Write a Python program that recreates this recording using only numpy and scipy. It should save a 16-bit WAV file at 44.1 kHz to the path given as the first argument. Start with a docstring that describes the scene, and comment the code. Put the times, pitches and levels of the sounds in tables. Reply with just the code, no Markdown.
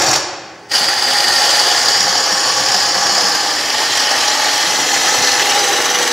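"""Gouge shaving wood on a lathe

A hand-held gouge shears a spinning wooden blank in a hard-walled workshop, heard from across the room.
One pass ends and the room dies away; a long pass follows, the spindle slowing at first, then speeding up.
The cut is torn noise, throbbing with each turn; its ringing shifts as the edge travels along the wood.
Thumps are short fading tones, the motor and shop air are shaped noise, and thin hums are drifting tones.
The room adds echoes of noise that die away at a different speed for each frequency."""
import sys
import numpy as np
from scipy import signal
from scipy.fft import rfft, irfft, next_fast_len
from scipy.io import wavfile
from scipy.ndimage import uniform_filter1d, map_coordinates

SR = 44100
rng = np.random.default_rng(int(sys.argv[2]) if len(sys.argv) > 2 else 0)


def store_wav(level_fs):
    """Save 16-bit WAV to argv[1]."""
    pcm = np.round(np.clip(np.atleast_2d(level_fs), -1, 1) * 32767)
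    wavfile.write(sys.argv[1], SR, pcm.T.astype(np.int16))


N = 269892
TIME = np.arange(-SR, N) / SR  # one second of lead-in, so the room is full at the start

# Motor and shop air, shape only: pitch_hz, relative_level_db_per_hz
IDLE_SPECTRUM = [(15, -69), (25, -41), (70, -2.5), (107, 0.5), (148, -2.5), (184, 1), (315, -7.5),
                 (586, -36), (652, -25), (878, 0), (1090, -22), (1970, -4.5), (3660, -30), (5790, -11),
                 (15700, -56)]
IDLE_LEVEL_DB = -47.5
# Thin wavering tones low in the machine: start_s, start_pitch_hz, start_level_db, end_pitch_hz, end_level_db
HUMS = [(.75, 247, -51.5, 251, -44.5), (3.3, 281, -45.5, 273, -40), (4.9, 502, -36, 486, -30)]

# Knocks of the tool on its rest: start_s, level_db
REST_KNOCKS = [(0.803, -29), (1.279, -37), (1.596, -35), (1.823, -34), (1.999, -27.5), (2.088, -33),
               (2.318, -27), (2.597, -29), (2.741, -27.5), (2.96, -31), (3.116, -31), (3.228, -27),
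               (4.974, -32)]
# Tones of the bench inside each knock: pitch_hz, relative_level_db, fade_by_60_db_s
BENCH_TONES = [(117, -4, 0.081), (195, 5.5, 0.12)]

# How fast the spindle turns: time_s, turns_per_s
SPINDLE_SPEED = [(0.0, 21.5), (0.7, 20.1), (1.0, 21.15), (1.3, 18.75), (1.6, 17.45), (2.0, 17.2),
                 (2.4, 17.8), (2.8, 17.3), (3.2, 17.15), (3.45, 18.9), (3.7, 22.1), (4.1, 21.35),
                 (4.5, 21.7), (4.9, 21.45), (5.3, 21.15), (5.7, 22.7), (6.12, 23.5)]
# Whether the tool is on the wood: time_s, gain_db
TOOL_CONTACT = [(.168, 0), (.18, -6), (.2, -38), (.685, -36), (.7, -19), (.712, -11), (.717, 0), (.74, 0)]
# Where the edge is along the work: time_s, place_number (0 to 5)
EDGE_TRAVEL = [(.4, 0), (.6, 1), (1.3, 1), (2.2, 2), (3.2, 2), (3.6, 3), (4.4, 3), (4.9, 4), (5.2, 4),
               (5.6, 5)]
# How hard the edge shears, and the blank's ring over it: time_s, shear_level_db, ring_over_shear_db
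PRESSURE = [(0, -20, 1), (.17, -17.5, -2), (.76, -17, -4.5), (.9, -21, -1), (1.2, -18, -3), (1.54, -16, -3),
            (1.9, -18, -4), (2.22, -19.5, -2.5), (2.75, -18.5, -3), (3.0, -19.5, -2), (3.27, -18.5, -2.5),
            (3.45, -21.5, -2.5), (3.72, -21, -2.5), (3.95, -19, -3), (4.3, -19.5, -0.5), (4.75, -19.5, -3),
            (5.05, -18.5, -2), (5.3, -18.5, -2), (5.75, -20.5, 0.5), (6.12, -22, -0.5)]
# Moments when the edge bites deeper: start_s, strength_db (before each band takes its share)
BITES = [(0.7378, 1), (0.8855, 17.5), (1.0311, -4), (1.0795, -13), (1.1304, -10), (1.241, 12), (1.2806, 4),
         (1.7146, 11), (1.774, 1), (1.8298, -2), (1.884, 17), (2.0034, 11), (2.6036, 3), (2.686, 11),
         (2.744, 14), (3.1508, -3), (3.35, 16), (4.3294, 8), (6.028, 10), (6.0762, 17)]
# Throb of the blank's ring: cycles_per_turn, swing_db, phase_rad
BLANK_THROB = [(1, 0.6, 3), (2, 0.95, -4)]
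# Balance at each place: fizz_db, lathe_body_db, bench_rumble_db (all over the shearing),
# once_per_turn_db (run-out), twice_per_turn_db (grain direction)
PLACE_BALANCE = [(-18, -20, -13.5, 0.73, -4), (-16, -27.5, -26.5, 1, -0.5), (-16.5, -22, -26.5, 0.21, 1.2),
                 (-18, -20.5, -32, 0.7, 1), (-14.5, -16.5, -27, 0.31, -0.4), (-13.5, -13.5, -34, 1.8, 0)]
# Fibres tearing between the resonances: pitch_hz, relative_level_db_per_hz
FIBRE_SPECTRUM = [(25, -61), (60, -39), (110, -18), (220, -31), (330, -14), (700, -11.5), (1500, -10.5),
                  (2300, -18.5), (3800, -14.5), (5000, -18.5), (6500, -14.5), (8500, -21.5), (11500, -22),
                  (15800, -27)]
# Low resonances of lathe body and bench, one list a place: pitch_hz, width_hz, relative_level_db
LATHE_RESONANCES = [
    [(102, 19, -35), (134, 12, -30), (325, 13, -3), (370, 9.7, -6.5), (540, 18, -5)],
    [(118, 13, -20), (200, 10, -21), (255, 9, -13), (312, 28, -10), (363, 11, -7), (542, 10.6, -1.5),
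     (738, 18, -3)],
    [(125, 12, -8), (180, 12, -22.5), (246, 6, -39), (299, 29, -7.5), (376, 14, -8.5), (733, 16, 0),
     (776, 9.5, -14)],
    [(115, 9.8, -10), (190, 13, -15), (250, 5.5, -42), (287, 6.2, -11), (324, 10, -9), (604, 38, -7.5),
     (740, 10, -2)],
    [(119, 23, -15), (183.8, 13, -17), (251.4, 4.3, -12), (334, 18, -9), (440, 11, -15), (755, 9.9, -11)],
    [(113, 14, -16), (184, 9.3, -14.5), (338, 11, -10), (419, 9.1, -7), (745, 10, -29), (785, 11, -21)],
]
# Resonances of tool and blank at six places along the work: pitch_hz, width_hz, relative_level_db
TOOL_AND_BLANK_0 = [(790, 90, -3), (1180, 30, -18), (1710, 40, -6.5), (2450, 70, -12), (3220, 45, -12),
                    (4300, 79, -7), (4680, 140, -3.5), (5180, 72, -20), (5500, 220, -1), (5800, 59, -2),
                    (5900, 47, -11), (6650, 110, -7), (7120, 140, -6), (7450, 91, -18), (7870, 43, -17),
                    (9050, 45, -24), (9710, 150, -33), (11150, 52, -18)]
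TOOL_AND_BLANK_1 = [(819, 26, 4.5), (1120, 26, -18), (1400, 78, -6.5), (1820, 137, -3), (2977, 66, -6),
                    (3330, 76, -7), (4450, 100, 0), (4824, 190, 2), (5540, 68, -4), (5940, 41, -25),
                    (6360, 280, -13), (6900, 43, -13), (7360, 65, -14), (8000, 84, -14), (8700, 180, -20),
                    (9050, 51, -14), (9900, 37, -14.5), (10660, 47, -13.5), (11800, 33, -29)]
TOOL_AND_BLANK_2 = [(522, 60, -6), (817, 43, 4), (1135, 106, -3), (1720, 176, -3), (3010, 85, -7),
                    (3300, 92, -8), (3540, 44, -19), (4480, 200, 0.5), (4840, 86, 4), (5140, 140, 0),
                    (5060, 50, -0.5), (5574, 120, 3.5), (5870, 59, -8), (6370, 200, -6), (6820, 34, -19.5),
                    (6965, 190, -3.5), (7700, 26, -16), (8770, 450, -19), (10640, 140, -14)]
TOOL_AND_BLANK_3 = [(842, 28, 3.5), (1171, 57, -6), (1830, 230, -5), (2290, 21, -15), (2650, 79, -16),
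                    (2967, 41, -5), (3174, 45, -7), (3350, 25, -7), (4040, 35, -5), (4420, 160, -6),
                    (4910, 26, -0.5), (5100, 89, -5), (5470, 48, -2.5), (5820, 29, -4.5), (6500, 56, -9),
                    (7130, 48, -8.5), (8050, 120, -19), (9850, 180, -23), (10500, 29, -26),
                    (10800, 240, -20), (11300, 28, -21)]
TOOL_AND_BLANK_4 = [(815, 57, 3), (1290, 31, -4.5), (1756, 80, -1.5), (2027, 37, -1.5), (2470, 21, -9.5),
                    (2666, 52, -9), (3080, 45, -9), (3250, 44, -6.5), (3900, 24, -19), (3720, 28, -8),
                    (4080, 38, -2), (4300, 34, -13), (4340, 30, -2), (4480, 24, -3.5), (5090, 86, -3),
                    (5650, 53, -2), (5840, 120, -15), (5970, 120, -3.5), (6560, 42, -18), (6700, 93, -8),
                    (7150, 15, -15), (7140, 37, -7.5), (7800, 140, -16), (10100, 170, -26)]
TOOL_AND_BLANK_5 = [(815, 29, 5.5), (1124, 49, -4), (1400, 57, -7), (1850, 290, -4.5), (2910, 89, -6.5),
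                    (3230, 38, -5), (3500, 17, -20), (3700, 44, -12), (3960, 47, -4), (4340, 26, -7),
                    (4500, 41, -7), (4900, 33, -6), (5060, 22, -7), (5370, 110, -6), (5920, 130, -3.5),
                    (6120, 100, -6), (6530, 41, -21), (6700, 91, -14), (6800, 80, -15), (7100, 29, -25),
                    (7810, 71, -11), (9840, 85, -22), (10700, 43, -14.5)]
BODY_FOLLOWS = 0.11  # share of the pressure swings that reaches lathe and bench

# How long the room rings: pitch_hz, fade_by_60_db_s
ROOM_FADE = [(100, 0.31), (320, 2.7), (800, 1.43), (2000, 1.5), (3500, 1.16), (5000, 0.84), (8000, 0.69),
             (12000, 0.21)]
# Gain of the second echo, which makes left and right differ: pitch_hz, gain_db
STEREO_WIDTH = [(60, -33), (125, -30), (250, -36), (500, -28.5), (1000, -32.5), (2000, -21.5), (4400, -15),
                (8000, -15), (12000, -16), (15000, -44)]
ROOM_DB, NEAR_WALLS_FADE_S = -3.5, 0.16  # near walls: time to fade by 60 dB
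TOP_HZ = 15700


def amp(db):
    """Turn a level in dB into a gain."""
    return 10 ** (np.asarray(db) / 20)


def unit(x):
    """Scale to an average strength (rms) of 1."""
    return x / np.sqrt(np.mean(x ** 2) + 1e-20)


def along(points, hz):
    """Read values between (pitch, value) points, with pitch on a log scale."""
    f, v = np.transpose(points)
    return np.interp(np.log(hz + 1), np.log(f + 1), v)


def curves(rows):
    """Draw one straight-line curve over time for each column after the first."""
    s, *columns = np.transpose(rows)
    return [np.interp(TIME, s, column) for column in columns]


def wobble(rate):
    """Make a smooth random curve through `rate` random points a second."""
    points = rng.standard_normal(int(len(TIME) * rate / SR) + 4)
    return map_coordinates(points, [np.arange(len(TIME)) * rate / SR])


def filtered(x, response):
    """Multiply each frequency in a sound by the gain that `response` gives it."""
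    size = next_fast_len(x.shape[-1] + 8192)
    spectrum = rfft(x, size) * response(np.fft.rfftfreq(size, 1 / SR))
    return irfft(spectrum, size)[..., :x.shape[-1]]


def above(hz, edge_hz):
    """Give the share of power that lies above a soft edge."""
    return hz ** 8 / (hz ** 8 + edge_hz ** 8)


def kicks(strengths, seconds):
    """Make sudden rises that sink back exponentially."""
    t = np.arange(SR // 10) / SR
    shape = np.exp(-t / seconds) * (1 - np.exp(-t / 0.00032))
    return signal.fftconvolve(strengths, shape)[:len(TIME)]


def idle():
    """Motor and shop air: steady noise shaped by frequency, with a slightly wavering level."""
    noise = rng.standard_normal(len(TIME))
    shaped = filtered(noise, lambda hz: amp(along(IDLE_SPECTRUM, hz)))
    return amp(IDLE_LEVEL_DB + 1.5 * wobble(13)) * unit(shaped)


def hum():
    """Slightly unsteady pure tones that fade in under the cut and drift until the end."""
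    out = 0
    for start, hz_start, db_start, hz_end, db_end in HUMS:
        hz, db = curves([(start, hz_start, db_start), (N / SR, hz_end, db_end)])
        fade = np.clip((TIME - start) / 0.077, 0, 1)
        level = np.sqrt(2) * amp(db + 3.0 * wobble(11))
        turns = np.cumsum(hz + 2.47 * wobble(7.2)) / SR
        out = out + fade * level * np.sin(2 * np.pi * turns)
    return out


def thumps():
    """Dull knocks of the tool on its rest set the bench ringing in short, fading tones."""
    out = np.zeros(len(TIME) + SR)
    t = np.arange(SR // 5) / SR
    ring = sum(amp(db - 60 * t / t60) * np.sin(2 * np.pi * hz * t) for hz, db, t60 in BENCH_TONES)
    knock = ring * (1 - np.exp(-t / 0.01))  # soft start
    for start, db in REST_KNOCKS:
        out[SR + round(start * SR):][:len(t)] += amp(db) * knock
    return out[:len(TIME)]


def ringing(modes):
    """Tearing plus resonances, added in power; each is kept wide enough to sound like noise, not a whistle."""
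    widened = [(c, max(w, c / 100), db) for c, w, db in modes]

    def gain(hz):
        power = amp(2 * along(FIBRE_SPECTRUM, hz))
        for centre, width, db in widened:
            spread = (hz * width) ** 2
            power = power + amp(2 * db) * spread / ((centre ** 2 - hz ** 2) ** 2 + spread)
        return np.sqrt(power)
    return gain


def tearing(patchy_db, snap, snaps_per_s, skip_db, skips_per_s):
    """Fibres parting: patchy noise, sharp-starting snaps, and skips where the edge loses the wood."""
    z = signal.stft(rng.standard_normal(len(TIME) + 512), nperseg=256)[2]
    patches = uniform_filter1d(rng.standard_normal(z.shape), size=5, axis=0)  # smooth over frequency
    patches = uniform_filter1d(patches, size=8, axis=1)  # smooth over time
    x = signal.istft(z * amp(patchy_db * unit(patches)), nperseg=256)[1][:len(TIME)]
    when, size, lose = rng.random((3, len(TIME)))
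    snaps = kicks(snap * size * (when < snaps_per_s / SR), 0.0033)
    # Turned backwards in time: a skip deepens slowly and ends at once
    skips = kicks(size * (lose < skips_per_s / SR), 0.0063)[::-1]
    return unit(x * (1 + snaps) * amp(-skip_db * skips))


def band_shares(hz):
    """Split the cut into shearing, blank ring, chip fizz, lathe body and bench rumble."""
    deep, low, mid, high = [above(hz, edge) for edge in (220, 450, 2600, 7600)]  # edges in Hz
    return np.sqrt(np.abs([mid - high, low - mid, high, deep - low, 1 - deep]))


def cut():
    """The edge tears fibres; tool and blank ring by where it stands, and each turn presses harder at one side."""
    raw = tearing(patchy_db=1.64, snap=0.83, snaps_per_s=69, skip_db=5, skips_per_s=12)

    # Blend the ringing of the two nearest places
    place, = curves(EDGE_TRAVEL)
    sets = [TOOL_AND_BLANK_0, TOOL_AND_BLANK_1, TOOL_AND_BLANK_2,
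            TOOL_AND_BLANK_3, TOOL_AND_BLANK_4, TOOL_AND_BLANK_5]
    nearness = np.clip(1 - np.abs(place - np.arange(len(sets))[:, None]), 0, 1)
    rung = sum(nearness[k] * filtered(raw, ringing(modes + LATHE_RESONANCES[k]))
               for k, modes in enumerate(sets))

    # Even out each band, so the level curves alone set the slow changes
    bands = filtered(rung, band_shares)
    bands = bands / np.sqrt(uniform_filter1d(bands ** 2, size=SR // 3, axis=1) + 1e-12)

    shear_db, blank_db = curves(PRESSURE)
    usual_db = shear_db[SR:].mean()
    push_db = shear_db - usual_db
    fizz_db, body_db, bench_db, once_db, twice_db = np.transpose(PLACE_BALANCE) @ nearness

    # The angle of the turning blank drives the throb
    angle = 2 * np.pi * np.cumsum(curves(SPINDLE_SPEED)[0]) / SR
    angle = angle - angle[SR]
    edge_db = once_db * np.cos(angle + 2.9) + twice_db * np.cos(2 * angle + 3.76)
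    edge_db = edge_db + 0.5 * np.cos(4 * angle + 0.3)
    swing_db = sum(db * np.cos(k * angle + phase) for k, db, phase in BLANK_THROB)

    bites = np.zeros(len(TIME))
    for start, db in BITES:
        bites[SR + round(start * SR)] = amp(db)
    bite = kicks(bites, 0.004)
    hand_db = 0.093 * wobble(11)  # the grip is never quite steady

    levels = amp([push_db + edge_db,
                  push_db + blank_db + swing_db,
                  push_db + fizz_db + 1.9 * edge_db,
                  BODY_FOLLOWS * push_db + body_db + 0.76 * wobble(5.1),
                  BODY_FOLLOWS * push_db + bench_db + 1.6 * wobble(25)])
    bite_shares = np.array([[0.3], [0.18], [0.3], [0.05], [0.08]])  # the bright parts jump most
    levels = levels * (1 + bite * bite_shares)
    contact_db, = curves(TOOL_CONTACT)
    return amp(usual_db + hand_db + contact_db) * np.sum(levels * bands, axis=0)


def shop(x):
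    """Two unrelated room echoes: near walls die fast, the tail at its own speed for each frequency.
    Tool and turner keep moving, so each stretch of sound meets a new pattern of echoes."""
    hop = SR // 4
    out = np.zeros((2, len(x) + 3 * SR))
    padded = np.pad(x, (hop, 2 * hop))
    window = np.sin(np.pi * np.arange(2 * hop) / (2 * hop))  # stretches overlap by half
    for start in range(0, len(x) + hop, hop):
        hz, t, z = signal.stft(rng.standard_normal((2, SR)), SR, nperseg=256)
        fall = amp(-60 * t / along(ROOM_FADE, hz)[:, None]) + 0.46 * amp(-60 * t / NEAR_WALLS_FADE_S)
        fall = fall / np.linalg.norm(fall, axis=1, keepdims=True)
        tail = signal.istft(z * fall, SR, nperseg=256)[1]
        tail = tail / np.linalg.norm(tail, axis=1, keepdims=True)
        stretch = padded[start:start + 2 * hop] * window
        echo = signal.fftconvolve(stretch[None], tail, axes=1)
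        out[:, start:start + echo.shape[1]] += echo
    delay = SR // 200  # the nearest wall adds under two metres to the path
    return out[:, hop - delay:][:, :len(x)]


def scene():
    """Add up the sources and the room for two close-set microphones that differ mostly in the room's treble."""
    dry = cut() + thumps() + idle()
    near, other = shop(dry)
    mid = dry + amp(ROOM_DB) * near + hum()
    side = filtered(other, lambda hz: amp(along(STEREO_WIDTH, hz)))
    return np.array([mid + side, mid - side])[:, SR:]  # drop the lead-in


def record(dry):
    """Round the tallest peaks, weaken the deep bass and remove everything from TOP_HZ up."""
    soft = dry / (1 + np.abs(dry) ** 8) ** (1 / 8)
    return filtered(soft, lambda hz: (hz < TOP_HZ) * np.sqrt(np.sqrt(above(hz, 46))))


dry = scene()
out = record(dry)
store_wav(out)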